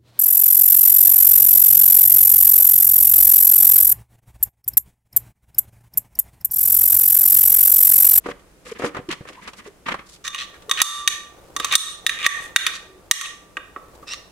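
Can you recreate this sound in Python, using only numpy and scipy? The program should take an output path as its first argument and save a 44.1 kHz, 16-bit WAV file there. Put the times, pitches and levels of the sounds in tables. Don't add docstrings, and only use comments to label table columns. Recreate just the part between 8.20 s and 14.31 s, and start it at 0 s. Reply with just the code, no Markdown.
import sys
import numpy as np
from scipy import signal
from scipy.fft import rfft, irfft
from scipy.io import wavfile
from scipy.ndimage import uniform_filter1d

SR = 44100
rng = np.random.default_rng(int(sys.argv[2]) if len(sys.argv) > 2 else 0)


def unload_audio(sound):
    columns = np.transpose(np.atleast_2d(sound))
    steps = np.round(np.clip(columns, -1, 1) * 32767)
    wavfile.write(sys.argv[1], SR, steps.astype(np.int16))


N = 269451


def gain_of(db):
    return 10 ** (np.asarray(db) / 20)


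def evened(x):
    return x / np.sqrt(np.mean(x ** 2) + 1e-20)


def read(points, hz):
    row_hz, value = np.transpose(points)
    return np.interp(np.log(hz + 1), np.log(row_hz + 1), value)


def add(mix, start_s, sound):
    part = mix[:, max(round(start_s * SR), 0):][:, :sound.shape[-1]]
    part += sound[..., :part.shape[-1]]


def freqs(x):
    return np.fft.rfftfreq(x.shape[-1], 1 / SR)


def coloured(x, db):
    return irfft(rfft(x) * gain_of(db), x.shape[-1])


def wobble(size, smooth_samples):
    return evened(uniform_filter1d(rng.standard_normal(size), smooth_samples))


def grains(size, per_s, spread_db):
    sizes = gain_of(spread_db * np.minimum(rng.exponential(1, size), 4))
    return evened(sizes * rng.standard_normal(size) * (rng.random(size) < per_s / SR))


def ring(tones, t, apart):
    out = np.zeros((2, len(t)))
    for hz, db, fade_s in tones:
        phase = np.pi * rng.integers(2) + (rng.random() - .5) * apart * np.array([[-1], [1]])
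        out += gain_of(db - 60 * t / fade_s) * np.sin(2 * np.pi * hz * t + phase)
    return out


# pitch_hz, likeness_0_to_1
LIKENESS = [(100, 0.78), (600, 0.66), (2000, 0.13), (5000, 0.066), (12000, 0.17)]

def paired(x):
    left, right = rfft(x)
    same = np.clip(read(LIKENESS, freqs(x)), 0, 1)
    return irfft(np.array([left, same * left + np.sqrt(1 - same ** 2) * right]), x.shape[-1])


def noise(colour, size):
    white = paired(rng.standard_normal((2, size)))
    return evened(coloured(white, read(colour, freqs(white))))


# pitch_hz, level_db
ROOM_COLOUR = [(12, -32.5), (22, -10.5), (58, -2.5), (105, -14), (190, -7), (240, -17.5), (295, -8.5),
               (400, -12.5), (490, -11.5), (750, -19.5), (1500, -22), (4000, -29.5), (9000, -29.5),
               (16000, -40)]

def room_noise(level_db=-53):
    return gain_of(level_db) * noise(ROOM_COLOUR, N)


def friction(colour, per_s, spread_db, judder_db):
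    slipping = paired(np.array([grains(N, per_s, spread_db), grains(N, per_s, spread_db)]))
    judder = evened(uniform_filter1d(wobble(N, smooth_samples=500), size=400))
    return evened(coloured(slipping, read(colour, freqs(slipping))) * gain_of(judder_db * judder))


# pitch_hz, level_db
FIZZ_COLOUR = [(1500, -15), (3800, 5), (7000, 4), (11000, -3.5), (16000, -23)]

def fizz():
    return friction(FIZZ_COLOUR, per_s=10000, spread_db=3.5, judder_db=4.5)


# start_s, end_s, rub_db, fizz_db
RUBS = [(0.035, 0.116, -37.5, -50), (0.447, 0.521, -41, -41.5), (0.545, 0.572, -37.5, -68),
        (0.581, 0.679, -33.5, -41.5), (0.732, 0.792, -42, -73), (0.896, 0.923, -24.5, -49),
        (1.064, 1.094, -38.5, -52), (1.117, 1.196, -46, -61), (1.21, 1.29, -39, -48),
        (1.362, 1.405, -42.5, -50), (1.434, 1.475, -40.5, -50.5), (1.656, 1.72, -25, -64),
        (1.784, 1.793, -36.5, -70), (1.853, 1.952, -62, -46)]
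# pitch_hz, level_db
RUB_COLOUR = [(80, -18.5), (200, -1.5), (450, -8), (750, -16.5), (1000, -5.5), (1190, 0.5), (1350, -7.5),
              (1550, -5), (1950, -1), (2600, -6), (3300, -10.5), (5000, -22), (9000, -31), (15000, -49)]

def rubs(grip_s=0.012, let_go_s=0.011, swell_db=5.5):
    t, rub_gain, fizz_gain = np.arange(N) / SR, np.zeros(N), np.zeros(N)
    for start, end, rub_db, fizz_db in RUBS:
        swell = gain_of(np.interp(t, [start, end], [-swell_db, 0]))
        grip = np.clip((t - start) / grip_s, 0, 1) * np.exp(-np.maximum(t - end, 0) / let_go_s)
        rub_gain += gain_of(rub_db) * swell * grip
        fizz_gain += gain_of(fizz_db) * swell * grip
    return rub_gain * friction(RUB_COLOUR, per_s=8200, spread_db=0.5, judder_db=3), fizz_gain * fizz()


# start_s, force_db, hardness (-1 hollow, 0 clack, 1 tick), thud_db
KNOCKS = [(0.059, -19.5, -0.66, -48), (0.086, -21, -0.72, -39), (0.195, -52.5, 1.3, -63),
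          (0.465, -42, 0.58, -60), (0.595, -24, -0.73, -52), (0.62, -20, -0.58, -50),
          (0.638, -17, -1.16, -25), (0.645, -15, -0.59, -49), (0.661, -24.5, 0.42, -52),
          (0.747, -24, -0.37, -50), (0.767, -20.5, -0.34, -34), (0.79, -30.5, -1.04, -26.5),
          (0.889, -29.5, 0.42, -36), (0.912, -23.5, 1.24, -39), (0.925, -24, 0.62, -40),
          (1.008, -35.5, -0.73, -27.5), (1.052, -34.5, -0.49, -66), (1.087, -34, 0.58, -73),
          (1.1, -40, -0.96, -58), (1.13, -43, 0.54, -67), (1.276, -27.5, .45, -52),
          (1.333, -36.5, 0.53, -56), (1.461, -35, -.65, -59), (1.685, -21.5, .05, -53),
          (1.706, -33, 0.2, -46), (1.718, -27.5, -0.28, -49), (1.741, -24.5, -.05, -37),
          (1.847, -61, 1.6, -67), (1.961, -51.5, 1, -69), (2.422, -44.5, 0.76, -53),
          (3.364, -34, -0.57, -59), (3.399, -33.5, -0.83, -58.5), (5.371, -31, -0.48, -59),
          (5.561, -32.5, -0.63, -59), (5.826, -45.5, -0.99, -52)]
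# pitch_hz, level_db, fade_s
LID_TONES = [(233.6, -5.5, 0.064), (296.4, 1, 0.072), (385, 1.5, 0.064), (487.6, 1.5, 0.091),
             (577, -4.5, 0.099), (729, -2, 0.052)]
# pitch_hz, level_db
CLACK_COLOUR = [(300, -14), (650, -1), (880, -4), (1190, 5.5), (1400, -1), (1900, -2.5), (3200, -18.5),
                (6000, -43)]
TICK_COLOUR = [(1500, -9), (2800, 5.5), (5000, -2), (9000, -8), (15000, -28.5)]
# hollow_db, clack_db, tick_db
PART_FALL_DB = [19, 13, 15]

def knocks(thud_fade_s=0.025, clack_fade_s=0.077, tick_fade_s=0.058):
    out, t = np.zeros((2, N)), np.arange(SR // 5) / SR
    for start, force_db, hardness, thud_db in KNOCKS:
        distance = abs(np.array([-1, 0, 1]) - hardness)
        hollow_db, clack_db, tick_db = force_db - np.array(PART_FALL_DB) * distance
        thud_hz = 88 * rng.uniform(0.88, 1.8)
        thud = gain_of(thud_db + 6 - 60 * t / thud_fade_s) * np.sin(2 * np.pi * thud_hz * t)
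        hollow = gain_of(hollow_db) * ring(LID_TONES, t * rng.uniform(.95, 1.05), apart=0.7)
        clack = noise(CLACK_COLOUR, len(t)) * gain_of(clack_db + 3 - 60 * t / clack_fade_s)
        tick = noise(TICK_COLOUR, len(t)) * gain_of(tick_db + 4 - 60 * t / tick_fade_s)
        rise_s = np.interp(hardness, [-1, 0], [0.0013, 0.00031])
        add(out, start, (thud + hollow + clack + tick) * (1 - np.exp(-t / rise_s)))
    return out


# middle_s, length_s, first_hz, last_hz, peak_db
SLIPS = [(.472, 0.051, 520, 508, -39.5), (.523, 0.02, 483, 430, -23.5), (.672, 0.071, 321, 292, -30),
         (0.894, 0.0228, 352, 283, -20.5), (1.186, 0.065, 1050, 960, -40.5), (1.481, 0.041, 382, 427, -35),
         (1.73, 0.11, 173.4, 199, -38), (2.491, .02, 432, 467, -33.5), (4.734, 0.25, 378, 365, -48)]

def slips(waver=0.062):
    out = np.zeros((2, N))
    for middle, length, first_hz, last_hz, db in SLIPS:
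        hz = np.linspace(first_hz, last_hz, round(length * SR))
        hz *= 1 + waver * wobble(len(hz), smooth_samples=120)
        tone = np.sin(2 * np.pi * np.cumsum(hz) / SR)
        add(out, middle - length / 2, gain_of(db) * np.hanning(len(hz)) * tone)
    return out


# pitch_hz, level_db, fade_s
JAR_TONES = [(1096, -7, 0.088), (1165, 2.5, 0.06), (1264, 0, 0.044), (1612, -3.5, 0.026), (1863, 6, 0.032),
             (1898, 0.5, 0.028), (2435, -5, 0.0083), (2510, 6.5, 0.01), (2700, -10, 0.0034),
             (2867, -2, 0.036), (3300, -6, 0.014), (3397, 1, 0.014), (3558, -3.5, 0.05), (3743, 1, 0.042),
             (4190, -6, 0.013), (4650, -16, .025), (5490, -14.5, 0.034), (6183, 1, 0.016),
             (5850, -13.5, 0.038), (6610, -16, 0.013), (7315, -12, 0.038), (7900, -15.5, 0.0426),
             (8750, -14.5, 0.064), (9450, -9.5, 0.027), (9930, -13, 0.02), (10800, -23.5, 0.012),
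             (11920, -13, 0.0071), (1171, -20, 0.76), (3630, -20, 0.46)]
# pitch_hz, level_db
STEEL_COLOUR = [(100, -45.5), (450, -10.5), (850, -20), (1400, 3.5), (2500, 5), (4000, 1.5), (5000, -4.5),
                (6500, -0.5), (11000, -8.5), (16000, -17.5)]
# pitch_hz, level_db
THINNING = [(750, -4.5), (1150, -2), (8000, -4.5), (13000, -9.5)]
# start_s, end_s, level_db, dig_db, rasp_hz
STROKES = [(2.039, 2.072, -30, 2.5, 6000), (2.128, 2.173, -34.5, -2.5, 2800),
           (2.176, 2.239, -26.5, -5, 3900), (2.333, 2.367, -42, -6.5, 1600), (2.570, 2.63, -21.5, -4, 2500),
           (3.406, 3.525, -36, -1, 2500), (3.508, 3.545, -17.5, -2, 2800),
           (3.914, 3.978, -35.5, -2.5, 3000), (3.983, 4.058, -29, 14.5, 2700),
           (4.199, 4.279, -39, -7.5, 10000), (4.389, 4.473, -43, 21.5, 2200), (4.523, 4.567, -33, -3, 5500),
           (5.038, 5.058, -29.5, 0, 3000), (5.87, 5.937, -37, 12.5, 4600)]

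def scrapes(rasp_db=8, width_octaves=0.49, edge_s=0.0081, chatter_db=3, press_db=1.5, dig_s=0.017):
    out, t = np.zeros((2, N)), np.arange(SR // 3) / SR
    for start, end, db, dig_db, rasp_hz in STROKES:
        length = max(end - start, edge_s)
        chatter = gain_of(chatter_db * wobble(len(t), smooth_samples=130))
        catches = grains(len(t), per_s=9000, spread_db=0.3) * chatter
        jar = ring(JAR_TONES, t, apart=0.57)
        glass = evened(signal.fftconvolve(catches[None], jar, axes=1)[:, :len(t)])
        edge = paired(np.array([catches, catches * np.sign(rng.standard_normal(len(t)))]))
        rasp = gain_of(1) * evened(coloured(edge, read(STEEL_COLOUR, freqs(t))))
        octaves_away = np.log2((freqs(t) + 1) / rasp_hz)
        boost_db = rasp_db * np.exp(-.5 * (octaves_away / width_octaves) ** 2)
        sound = evened(coloured(glass + rasp, boost_db + read(THINNING, freqs(t))))
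        to_go = np.maximum(length - t, 0)
        pressure = gain_of(db - press_db * to_go / length + dig_db * np.exp(-to_go / dig_s))
        touch = np.minimum(t / edge_s, 1) * np.exp(-np.maximum(t - length, 0) / edge_s)
        add(out, start, sound * pressure * touch)
    return out


# pitch_hz, share
BRIGHTENING = [(1600, 0), (2800, 0.29), (3700, 0.86), (6300, 1.22), (11000, 1.32)]
# start_s, force_db, low_db, bright_db, lasting_db (high if the spoon springs clear)
CLINKS = [(2.0774, -30.5, 0, 4.5, 13), (2.146, -29, -0.5, -0.5, -4), (2.4948, -36.5, 7.5, 9, 5),
          (2.512, -14.5, -9.5, 1, -0.5), (2.602, -16, -11.5, -9, -4), (2.6173, -9.5, 1, 13, 14),
          (2.8757, -13.5, -13, 6.5, -13.5), (3.364, -29, 4.5, 6.5, 2), (3.3987, -24, -1.5, -0.5, 8.5),
          (3.4454, -25.5, 2.5, 8, -4.5), (3.5233, -25.5, -6, 6, 6), (3.536, -22.5, -6, 1.5, 0),
          (3.5531, -11.5, 1, 13, -9.5), (3.865, -20, -9.5, 6.5, -8), (3.8938, -20.5, -8, -1.5, -3),
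          (4.064, -10.5, -7, 2, -14.5), (4.3611, -6, -21, 0.5, -12.5), (4.4652, -17.5, -4, 2, -5.5),
          (4.912, -11, -8, 11, -5.5), (5.0116, -24, 1, 3.5, -6), (5.369, -23.5, 3, -13.5, -8.5),
          (5.562, -42.5, 14, -19.5, -4.5), (5.828, -53, 15, -29, -3)]

def clinks(crack_db=4.5, crack_fade_s=0.035, rise_s=0.00058, scatter_db=3.5, detune=0.006):
    out, t = np.zeros((2, N)), np.arange(SR // 2) / SR
    hz, tone_db, fade_s = np.transpose(JAR_TONES)
    lasting = fade_s > .2
    for start, force_db, low_db, bright_db, lasting_db in CLINKS:
        contact = [(1200, low_db)] + [(pitch_hz, share * bright_db) for pitch_hz, share in BRIGHTENING]
        shift, swing = rng.standard_normal((2, len(JAR_TONES))) * ~lasting
        level_db = tone_db + np.where(lasting, lasting_db, read(contact, hz) + scatter_db * swing)
        tones = zip(hz * (1 + detune * shift), level_db, fade_s)
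        crack = coloured(noise(STEEL_COLOUR, len(t)), read(contact, freqs(t)))
        crack *= gain_of(crack_db - 60 * t / crack_fade_s)
        clink = ring(tones, t, apart=1.1) + crack
        add(out, start, gain_of(force_db) * clink * (1 - np.exp(-t / rise_s)))
    return out


# start_s, end_s, first_hz, last_hz, level_db
SQUEAKS = [(2.17, 2.237, 2960, 2850, -55), (5.856, 5.939, 2614, 2685, -41.5),
           (5.899, 5.945, 2686, 2814, -34.5)]
HARMONICS_DB = [-0.071, 0, -15]

def squeaks(jitter=0.041):
    out = np.zeros((2, N))
    for start, end, first_hz, last_hz, db in SQUEAKS:
        hz = np.linspace(first_hz, last_hz, round((end - start) * SR))
        hz *= 1 + jitter * wobble(len(hz), smooth_samples=40)
        phase = 2 * np.pi * np.cumsum(hz) / SR
        tone = sum(gain_of(part_db) * np.sin(k * phase) for k, part_db in enumerate(HARMONICS_DB, 1))
        add(out, start, gain_of(db) * evened(tone * np.hanning(len(hz))))
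    return out


# middle_s, level_db
SCOOPS = [(2.48, -51), (3.371, -49.5), (4.22, -47.5), (5.001, -56), (5.8, -49.5)]
# pitch_hz, level_db
SQUELCH_COLOUR = [(100, -2), (200, -11), (330, -2.5), (500, 1.5), (700, -4), (1100, -7), (2000, -17.5),
                  (5000, -26.5)]

def puree(swell_s=0.27, smear_db=-16):
    t = np.arange(N) / SR
    swells = sum(gain_of(db) * np.exp(-.5 * ((t - middle) / swell_s) ** 2) for middle, db in SCOOPS)
    squelch = friction(SQUELCH_COLOUR, per_s=2200, spread_db=3, judder_db=-1.4)
    return swells * (squelch + gain_of(smear_db) * fizz())


# pitch_hz, fade_s
ECHO_FADES = [(150, 0.38), (500, 0.37), (1200, 0.5), (3500, 0.47), (7000, 0.43), (11000, 0.37),
              (16000, 0.17)]

def kitchen_echo(sound, first_s=0.013, build_s=0.011):
    hz, t, bands = signal.stft(paired(rng.standard_normal((2, SR))), SR, nperseg=256)
    fading = gain_of(-60 * t / read(ECHO_FADES, hz)[:, None])
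    _, tail = signal.istft(bands * fading, SR, nperseg=256)
    tail *= np.clip((np.arange(tail.shape[1]) / SR - first_s) / build_s, 0, 1)
    return signal.fftconvolve(sound[None], tail / np.linalg.norm(tail[0]), axes=1)[:, :N]


def scene(glass_echo_db=-12, lid_echo_db=-18, right_db=0.86):
    glass = clinks() + scrapes() + squeaks()
    handling = knocks() + slips()
    rubbing, rub_fizz = rubs()
    handling += rubbing
    handling[1] = np.roll(handling[1], 2)
    direct = glass * gain_of([[-right_db], [right_db]]) + handling + rub_fizz + puree()
    into_room = gain_of(glass_echo_db) * glass + gain_of(lid_echo_db) * handling
    echo = kitchen_echo(into_room.mean(0)) * gain_of([[-1.1], [1.2]])
    return direct + echo + room_noise()


def record(dry, limit_db=-1, recover_db_per_s=95, attack_s=0.0014, top_hz=15900):
    peak_db = 20 * np.log10(abs(dry).max(0) + 1e-9)
    excess_db = np.maximum(peak_db - limit_db, 0)
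    recovery_db = np.arange(N) / SR * recover_db_per_s
    duck_db = np.maximum.accumulate(excess_db + recovery_db) - recovery_db
    smoothing = np.exp(-1 / (attack_s * SR))
    gain = gain_of(-signal.lfilter([1 - smoothing], [1, -smoothing], duck_db))
    limited = np.clip(dry * np.roll(gain, -16), -1, 1)
    treble_cut = signal.firwin(255, top_hz, window=("kaiser", 8), fs=SR)
    return signal.oaconvolve(limited, treble_cut[None], "same")


dry = scene()
out = record(dry)
unload_audio(out)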